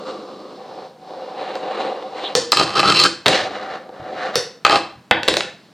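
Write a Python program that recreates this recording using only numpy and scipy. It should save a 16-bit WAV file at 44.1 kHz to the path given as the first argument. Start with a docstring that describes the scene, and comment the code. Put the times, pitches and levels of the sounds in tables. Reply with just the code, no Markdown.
"""A fingerboard clacks on a wooden tabletop and a small hollow box: each contact cracks and rings modes.
It rolls up on hard wheels, pops off its tail, lands on the box and grinds along it with stick-slip
squeals, drops back to the table, returns for a second trick and clatters to rest.
The box is close; the table is heard mostly through a small, live room. Hand thuds and air lie beneath."""
import sys
import numpy as np
from scipy import signal
from scipy.fft import rfft, irfft, next_fast_len
from scipy.io import wavfile
from scipy.ndimage import map_coordinates

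SR = 44100
rng = np.random.default_rng(int(sys.argv[2]) if len(sys.argv) > 2 else 0)


def log_audio(samples):
    """Write samples as a 16-bit WAV file to the path given in sys.argv[1]."""
    # one column per channel
    frames = np.atleast_2d(samples).T
    # limit to full scale, then quantise
    limited = np.clip(frames, -1, 1)
    pcm = np.round(limited * 32767).astype(np.int16)
    wavfile.write(sys.argv[1], SR, pcm)


N = 252693

# tabletop with the deck on it: pitch_hz, level_db, t60_s
TABLE_MODES = [(193, -11.5, 0.16), (334.7, -7.5, 0.16), (446, -3.5, 0.01), (510.4, 2.5, 0.12),
               (597, -3.5, 0.14), (810, -7, 0.28), (1206, -8, 0.0037), (1350, 7.5, 0.0064),
               (1690, -34, 0.0021), (1920, -36, 0.0088), (2630, 5, 0.039), (3860, 29, 0.0074),
               (4550, 4.5, 0.026), (5330, -23, 0.016), (7570, -5.5, 0.0055)]
# spectrum of a bare contact: freq_hz, density_db
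CRACK_SPECTRUM = [(25, -7.5), (70, 5.5), (150, -14), (500, 15), (1000, 4), (2500, 4.5), (4500, 11.5),
                  (6000, -4), (8000, -8), (11000, -17), (16000, -54)]


def table_clacks():
    """The wheels click on the tabletop; the board lands and clatters on it."""
    hits = [(1.5545, -27.5, -22, 1), (2.025, -33, -8, -4), (3.2597, -2.5, -12, -3.5), (3.264, -3.5, 3, 0.5),
            (3.2816, -7, -13, 5), (5.1107, 3.5, -5.5, -12.5), (5.232, -16, 0, 1), (5.279, -10.5, 0, 1),
            (5.2834, -4, 4, 3.5), (5.3398, -14, 0.5, 2.5), (5.3684, -10.5, 4, 5), (5.4066, -11, -27, -1)]  # start_s, level_db, weight_db, hardness_db
    return strikes(hits, TABLE_MODES, gain_db=18, crack_db=0.5, crack_t60_s=0.029, wet_db=-0.5,
                   knock_db=-5.5, ring_db=-2, tick_db=-17.5, low_cut_hz=83, dull_hz=2360)


def box_clacks(modes):
    """The board strikes the hollow box."""
    hits = [(2.5197, -2, -9.5, 4.5), (2.529, 2.5, -8, -12), (2.5705, -0.5, -16, -1),
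            (2.5965, -2.5, -4, -1.5), (2.6105, -1.5, 0.5, -9.5), (2.762, -9, -2, -12.5),
            (2.779, -4.5, -12, -5.5), (2.7945, -0.5, -6, -5.5), (2.801, -2.5, -23, -0.5),
            (2.83, -1, -2.5, -8), (2.901, -8.5, -40, 2.5), (2.9218, -2.5, -10, -1.5), (2.999, -5, -16, 4.5),
            (3.0372, -7, -20, 6), (4.6493, 9.5, -12.5, -7), (4.665, 3.5, -12, -7), (4.6962, -1.5, 0, -3),
            (4.727, -1, 2, -8), (4.7564, 2, -12, -4.5)]  # start_s, level_db, weight_db, hardness_db
    return strikes(hits, modes, gain_db=12, crack_db=-3.5, crack_t60_s=0.031, wet_db=-1.5,
                   knock_db=-1, ring_db=0, tick_db=-10, low_cut_hz=100, dull_hz=1380, full_hz=5420)


def tail_pops():
    """The deck's tail snaps against the table."""
    pops = [(2.3518, -2), (4.3562, -4)]  # start_s, level_db
    modes = [(279, -27, 0.047), (351, -4, 0.027), (480, 14, 0.07), (601, -10, 0.26), (698, -3, 0.087),
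             (1330, 1, 0.034), (1890, -5, 0.034), (3610, 5, 0.013), (4000, 6, .009), (4920, -5, 0.0032),
             (5410, -1.5, 0.03), (6330, -1.5, 0.0068), (7500, -12.5, 0.013), (9600, -22, 0.0053)]  # tail on tabletop: pitch_hz, level_db, t60_s
    return strikes(pops, modes, gain_db=9, crack_db=-6, crack_t60_s=0.016, wet_db=3,
                   knock_db=3, ring_db=3, tick_db=-1, low_cut_hz=186, dull_hz=2500)


def grinding(modes):
    """The trucks catch and slip along the box edge; three contacts ring it at shifting strengths."""
    slides = [(2.559, 2.641, -22.5, 1.5, 2.5), (2.658, 2.766, -30, -5.5, -0.5), (2.751, 2.807, -22, 1, 2),
              (2.83, 2.928, -19.5, 2.5, 2), (2.94, 3.07, -20.5, -0.5, 5), (4.703, 4.773, -17, -4.5, -3)]  # start_s, end_s, level_db, weight_db, bright_db
    cavity = [(158, 58, 12.5), (370, 28, 1)]  # air in the box: centre_hz, width_hz, gain_db
    top_hz = 10350
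    scrape = np.zeros(N)
    for _ in range(3):
        slips = grains(rate_hz=200, spread_db=5.5) + 0.57 * rng.standard_normal(N)
        response = impact(modes, crack_db=-1, crack_t60_s=0.02, scatter_db=4, low_cut_hz=116)
        scrape += amp(3.3 * wobble(22)) * signal.oaconvolve(slips, response)[:N]
    scrape = filtered(scrape, lambda hz: amp(peaks_db(cavity, hz)) / np.hypot(1, (hz / top_hz) ** 4))
    boom, knock, ring, metal = map(unit, bands(scrape, (480, 950, 2400)))
    out = np.zeros(N)
    for start_s, end_s, level_db, weight_db, bright_db in slides:
        sound = (amp(weight_db - 6) * boom + amp(-bright_db - 6) * knock
                 + amp(-2) * ring + amp(bright_db - 3) * metal)
        out += amp(level_db) * stroke(start_s, end_s, attack_s=0.005, release_s=0.0028) * sound
    return room(out, wet_db=-5)[:, :N]


def squeals():
    """Friction locks onto one resonance: a rough tone that swells and breaks off."""
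    events = [(2.238, 2.29, 3450, 820, -25.5), (2.752, 2.796, 1270, 223, -16),
              (2.831, 2.938, 1271, 255, -14), (2.94, 3.009, 2680, 402, -19.5),
              (2.953, 3.043, 4250, 524, -15), (3.045, 3.071, 1276, 246.5, -12.5),
              (3.045, 3.076, 1620, 69.4, -16.5)]  # start_s, end_s, pitch_hz, width_hz, level_db
    out = np.zeros(N)
    for start_s, end_s, pitch_hz, width_hz, level_db in events:
        size = round((end_s - start_s) * SR)
        progress = np.linspace(0, 1, size)
        swell = np.sqrt(4 * progress * (1 - progress))
        hz = pitch_hz + width_hz / 2 * wobble(724, size)
        tone = np.sin(2 * np.pi * np.cumsum(hz) / SR) * amp(2.1 * wobble(350, size))
        add(out, start_s, amp(level_db - 1.5) * swell * unit(tone))
    return room(out, wet_db=-9)[:, :N]


def rolling(bumps):
    """Hard wheels patter and throb over the grain, bearings whirr; push and scrub bring up the grit."""
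    # one entry per stretch of table
    pushes = [
        [(0, -33.5), (.09, -30.5), (.2, -36), (.56, -38.5)],
        [(.58, -39.5), (.84, -34), (.97, -51), (1.1, -36.5), (1.6, -29), (1.81, -21), (1.95, -27.5),
         (2.08, -34), (2.25, -29), (2.33, -32.5)],
        [(3.28, -18), (3.34, -18.5), (3.45, -28), (3.75, -32), (3.88, -45), (3.96, -36), (4.1, -32.5),
         (4.27, -28), (4.34, -33)],
    ]  # hand push curves: time_s, level_db
    spectra = [
        [(40, -40), (90, -30), (180, -9.5), (420, 4), (620, -4.5), (760, -12), (920, -8.5), (1180, -4.5),
         (1750, -25), (3200, -25.5), (4300, -19), (6500, -32.5), (8200, -36), (14000, -79)],
        [(40, -34), (90, -38), (180, -20), (480, 2.5), (640, -4.5), (790, -0.5), (1100, -0.5), (2300, -11),
         (3000, -16.5), (3500, -17.5), (4150, -18.5), (5500, -33.5), (8200, -40.5), (14000, -74)],
        [(40, -33), (90, -13), (180, -11), (400, 2), (600, 4.5), (760, 2.5), (930, -1.5), (1230, 2.5),
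         (1800, -1.5), (2700, -15.5), (4200, -18), (5800, -28), (8200, -40), (14000, -65.5)],
    ]  # wheel spectra: freq_hz, density_db
    surfaces = [(-6, -12, -51.5), (-13, -15, -51), (-9.5, -11.5, -60)]  # roughness: grit_db, hiss_db (both re rumble), whirr_db
    # common to all stretches
    scrubs = [(0.032, 0.086, -33, -44.5), (1.338, 1.563, -42, -44.5), (2.12, 2.29, -42, -39.5),
              (3.285, 3.358, -43.5, -18.5), (3.495, 3.753, -36, -45), (4.143, 4.27, -30, -39.5),
              (4.326, 4.355, -27.5, -29)]  # sideways wheel slip: start_s, end_s, grit_db, hiss_db
    wood = [(207, 33, 10.5), (308, 67, 5), (520.6, 34, 10.5), (608, 23, 6.5), (753.4, 77, 12),
            (1185, 20, 4), (1773, 24, 6), (2845, 65, 10), (3970, 540, 4.5)]  # tabletop and deck resonances: centre_hz, width_hz, gain_db
    bearings = [(2000, -17), (3500, -1), (4200, 2), (5400, -5), (6500, -17.5), (8200, -20), (13000, -45.5)]  # bearing spectrum: freq_hz, density_db
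    firm_push_db, full_spin_db = -23.5, -37
    throb = amp(1.16 * wobble(29.994) + 0.98 * wobble(90))
    scrub_grit, scrub_hiss = sum(
        amp(levels_db)[:, None] * stroke(start_s, end_s, attack_s=0.063, release_s=0.053)
        for start_s, end_s, *levels_db in scrubs)
    jolts = sum(amp(level_db - 6) * stroke(start_s, start_s + 0.012, attack_s=0.0024, release_s=0.0029)
                for start_s, level_db in bumps)
    whirr = noise(bearings)
    out = np.zeros((2, N))
    for points, spectrum, (grit_db, hiss_db, whirr_db) in zip(pushes, spectra, surfaces):
        pair = np.array([grains(rate_hz=4000, spread_db=1.5), grains(rate_hz=4000, spread_db=2)])
        patter = stereo(filtered(pair, lambda hz: amp(log_interp(spectrum, hz) + peaks_db(wood, hz))))
        rumble, grit, hiss = map(unit, bands(patter, (1000, 2800)))
        push = envelope(points, fade_s=0.03)
        effort, on_table = push / amp(firm_push_db), push > 0
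        grit_gain = np.hypot(amp(firm_push_db + grit_db + 1.7 * wobble(22)) * effort ** 1.17, scrub_grit)
        hiss_gain = np.hypot(amp(firm_push_db + hiss_db) * effort ** 1.65, scrub_hiss)
        treble = throb * (grit_gain * grit + hiss_gain * hiss)
        out += on_table * (np.hypot(throb * push, jolts) * rumble + treble)
        out += amp(whirr_db) * np.minimum(push / amp(full_spin_db), 1) * whirr
    return out


def wheel_knocks(bumps):
    """The wheels knock over flaws in the wood."""
    return strikes(bumps, TABLE_MODES, gain_db=-0.5, crack_db=-1, crack_t60_s=0.011, wet_db=-7,
                   knock_db=17, ring_db=1, tick_db=-24, low_cut_hz=430, dull_hz=2500)


def hand_thuds():
    """The hand leans on the wood with a short, dull thud."""
    presses = [(2.61, -16), (3.27, -18), (3.998, -18.5), (4.358, -16), (4.96, -24), (5.312, -16)]  # start_s, level_db
    attack_s, decay_s = 0.0075, 0.021
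    t = np.arange(SR // 4) / SR
    tone = sum(amp(db) * np.sin(2 * np.pi * hz * t) for hz, db in [(88, -17), (125, -11.5), (165, -12)])
    thud = tone * np.exp(-t / decay_s) * (1 - np.exp(-t / attack_s))
    out = np.zeros((2, N))
    for start_s, level_db in presses:
        add(out, start_s, amp(level_db) * thud)
    return out


def background():
    """Quiet room air; a faint rustle as the arms lift at the end."""
    air_spectrum = [(25, -48), (60, -19), (170, 13.5), (500, 0.5), (1200, -2.5), (2500, -11.5),
                    (4300, -12.5), (8000, -21.5), (16000, -31)]  # freq_hz, density_db
    rustle = envelope([(5.6, -57), (5.64, -55.5), (5.73, -60)], fade_s=0.034)
    return amp(-51) * noise(air_spectrum) + rustle * noise(CRACK_SPECTRUM)


def strikes(hits, modes, gain_db, crack_db, crack_t60_s, wet_db, knock_db, ring_db, tick_db,
            low_cut_hz, dull_hz, full_hz=6500):
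    """Impacts on one body, in the room: weight adds knock, hardness tilts the treble above dull_hz."""
    out = np.zeros((2, N))
    margin = SR // 1000
    for start_s, level_db, *touch in hits:
        weight_db, hardness_db = touch or (0, 0)
        contact = impact(modes, crack_db, crack_t60_s, scatter_db=1.5, low_cut_hz=low_cut_hz)
        parts = bands(contact, (950, 2800, 5500))
        gains = amp([knock_db + weight_db, 0, ring_db, tick_db])
        sound = sum(gain * part / np.linalg.norm(part) for gain, part in zip(gains, parts))
        sound = filtered(np.pad(sound, (margin, 0)),
                         lambda hz: amp(hardness_db * np.interp(hz, [dull_hz, full_hz], [0, 2])))
        add(out, start_s - margin / SR, room(amp(level_db + gain_db) * sound, wet_db))
    return out


def impact(modes, crack_db, crack_t60_s, scatter_db, low_cut_hz):
    """One contact: a crack plus modes at random strengths, with the bass cut below low_cut_hz."""
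    t = np.arange(SR // 6) / SR
    pitch_hz, level_db, t60_s = np.transpose(modes)[:, :, None]
    strength, detune = rng.standard_normal((2, len(modes), 1))
    polarity = (-1) ** np.arange(len(modes))[:, None]
    swing = polarity * np.sin(2 * np.pi * pitch_hz * (1 + 0.0043 * detune) * t)
    ring = np.sum(amp(level_db + scatter_db * strength - 60 * t / t60_s) * swing, axis=0)
    # the wood disperses the impulse over a few ms
    decay = amp(-60 * t / crack_t60_s)
    phase = np.angle(rfft(rng.standard_normal(len(t)) * decay))
    magnitude = amp(log_interp(CRACK_SPECTRUM, np.fft.rfftfreq(len(t), 1 / SR)))
    crack = irfft(magnitude * np.exp(1j * phase), len(t)) * np.sqrt(decay)
    sound = unit(ring) + amp(crack_db) * unit(crack)
    return signal.sosfilt(signal.butter(2, low_cut_hz, "high", fs=SR, output="sos"), sound)


def room(x, wet_db, build_s=0.0042):
    """Direct sound plus a diffuse stereo tail that builds as the walls answer."""
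    decay = [(100, 0.67), (260, 0.34), (700, 0.41), (1840, 0.43), (4850, 0.38), (8000, 0.31), (13000, 0.28)]  # reverberation: freq_hz, t60_s
    colour = [(30, -11), (120, 2.5), (500, -1.5), (1200, -2.5), (4000, -5.5), (8000, 2.5), (12000, -5.5),
              (16000, -21)]  # tail spectrum: freq_hz, gain_db
    resonances = [(329, 30, 7.5), (513, 20, 4), (600, 8.4, -10), (789, 15, 1.5), (1265, 160, -9.5),
                  (1488, 25, 8), (1765, 36, 12)]  # table and room: centre_hz, width_hz, gain_db
    hz, frame_s, frames = signal.stft(rng.standard_normal((2, 2 * SR // 5)), SR, nperseg=256)
    frames = frames * amp(-60 * frame_s / log_interp(decay, hz)[:, None])
    tail = signal.istft(frames, SR, nperseg=256)[1]
    tail /= np.linalg.norm(tail[0])
    tail = stereo(filtered(tail, lambda hz: amp(log_interp(colour, hz) + peaks_db(resonances, hz))))
    t = np.arange(tail.shape[1]) / SR
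    response = amp(wet_db) * tail * (1 - np.exp(-(t / build_s) ** 2))
    response[:, 0] += 1
    return signal.fftconvolve(x[None], response, axes=1)


def stereo(pair):
    """Two unrelated signals as mid and side: nearly mono."""
    width = [(30, -12), (150, -19.5), (500, -22.5), (1200, -15), (4000, -20), (8000, -8), (14000, -32)]  # side re mid: freq_hz, gain_db
    side = filtered(pair[1], lambda hz: amp(log_interp(width, hz)))
    return np.array([pair[0] + side, pair[0] - side])


def noise(spectrum):
    """Coloured stereo noise, rms 1."""
    return unit(stereo(filtered(rng.standard_normal((2, N)), lambda hz: amp(log_interp(spectrum, hz)))))


def grains(rate_hz, spread_db):
    """Random tiny impacts of log-normal size, rms 1."""
    impulses = (rng.random(N) < rate_hz / SR) * rng.choice([-1, 1], N)
    return unit(impulses * amp(spread_db * np.clip(rng.standard_normal(N), -2, 2)))


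def wobble(rate_hz, size=N):
    """Smooth curve through random knots."""
    knots = rng.standard_normal(int(size * rate_hz / SR) + 4)
    fine = np.linspace(0, len(knots) - 1, 8 * len(knots))
    return np.interp(np.arange(size) * rate_hz / SR, fine, map_coordinates(knots, [fine]))


def stroke(start_s, end_s, attack_s, release_s):
    """Contact envelope: bite, hold, decay."""
    t = np.arange(N) / SR
    return np.clip((t - start_s) / attack_s, 0, 1) * np.exp(-np.maximum(t - end_s, 0) / release_s)


def envelope(points, fade_s):
    """Gain through the points, fading outside them."""
    time_s, level_db = np.transpose(points)
    t = np.arange(N) / SR
    gate = np.clip(1 + np.minimum(t - time_s[0], time_s[-1] - t) / fade_s, 0, 1)
    return gate * amp(np.interp(t, time_s, level_db))


def bands(x, edges_hz):
    """Causal band split, lowest first."""
    parts = []
    for hz in edges_hz:
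        low, high = (np.tile(signal.butter(2, hz, kind, fs=SR, output="sos"), (2, 1))
                     for kind in ("low", "high"))
        parts.append(signal.sosfilt(low, x))
        x = signal.sosfilt(high, x)
    return parts + [x]


def filtered(x, response):
    """FFT filter by response(hz)."""
    size = x.shape[-1]
    padded = next_fast_len(size + SR // 20, True)
    return irfft(rfft(x, padded) * response(np.fft.rfftfreq(padded, 1 / SR)), padded)[..., :size]


def peaks_db(resonances, hz):
    return sum(gain_db / (1 + (2 * (hz - centre_hz) / width_hz) ** 2)
               for centre_hz, width_hz, gain_db in resonances)


def log_interp(points, hz):
    freq_hz, values = np.transpose(points)
    return np.interp(np.log(hz + 1), np.log(freq_hz + 1), values)


def add(track, start_s, sound):
    start = round(start_s * SR)
    track[..., start:start + sound.shape[-1]] += sound[..., :max(N - start, 0)]


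def amp(db):
    return 10 ** (np.asarray(db) / 20)


def unit(x):
    return x / np.sqrt(np.mean(x ** 2) + 1e-20)


def scene():
    """All sources summed; left slightly leads right."""
    box_modes = [(168, -28, 0.034), (375, -13.5, 0.033), (807, -7.5, 0.11), (977, -3, 0.014),
                 (1238, 2.5, 0.04), (1440, -17.5, 0.011), (1639, -19.5, 0.14), (2033, -18, 0.064),
                 (2610, 2.5, 0.017), (3183, -4.5, 0.038), (3640, -6.5, 0.01), (4068, 3, 0.028),
                 (4470, 0, 0.014), (5150, -1.5, 0.0087), (6720, -15.5, 0.024), (7670, -12.5, 0.0096)]  # box with the metal trucks on it: pitch_hz, level_db, t60_s
    bumps = [(.082, -26), (.712, -30), (0.776, -37), (1.107, -28), (1.135, -28), (1.412, -20.5),
             (1.556, -19), (3.7214, -27), (3.892, -28)]  # flaws under the wheels: start_s, level_db
    lead_s = 7e-6
    mix = tail_pops() + table_clacks() + wheel_knocks(bumps) + box_clacks(box_modes)
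    mix += grinding(box_modes) + squeals() + rolling(bumps) + hand_thuds() + background()
    return filtered(mix, lambda hz: np.exp(1j * np.pi * hz * lead_s * np.array([[1], [-1]])))


def record(dry):
    """Soft clip of the hardest clacks, then a band limit."""
    top_hz = 15800
    clipped = dry / (1 + np.abs(dry) ** 4) ** (1 / 4)
    return filtered(clipped, lambda hz: hz < top_hz)


dry = scene()
out = record(dry)
log_audio(out)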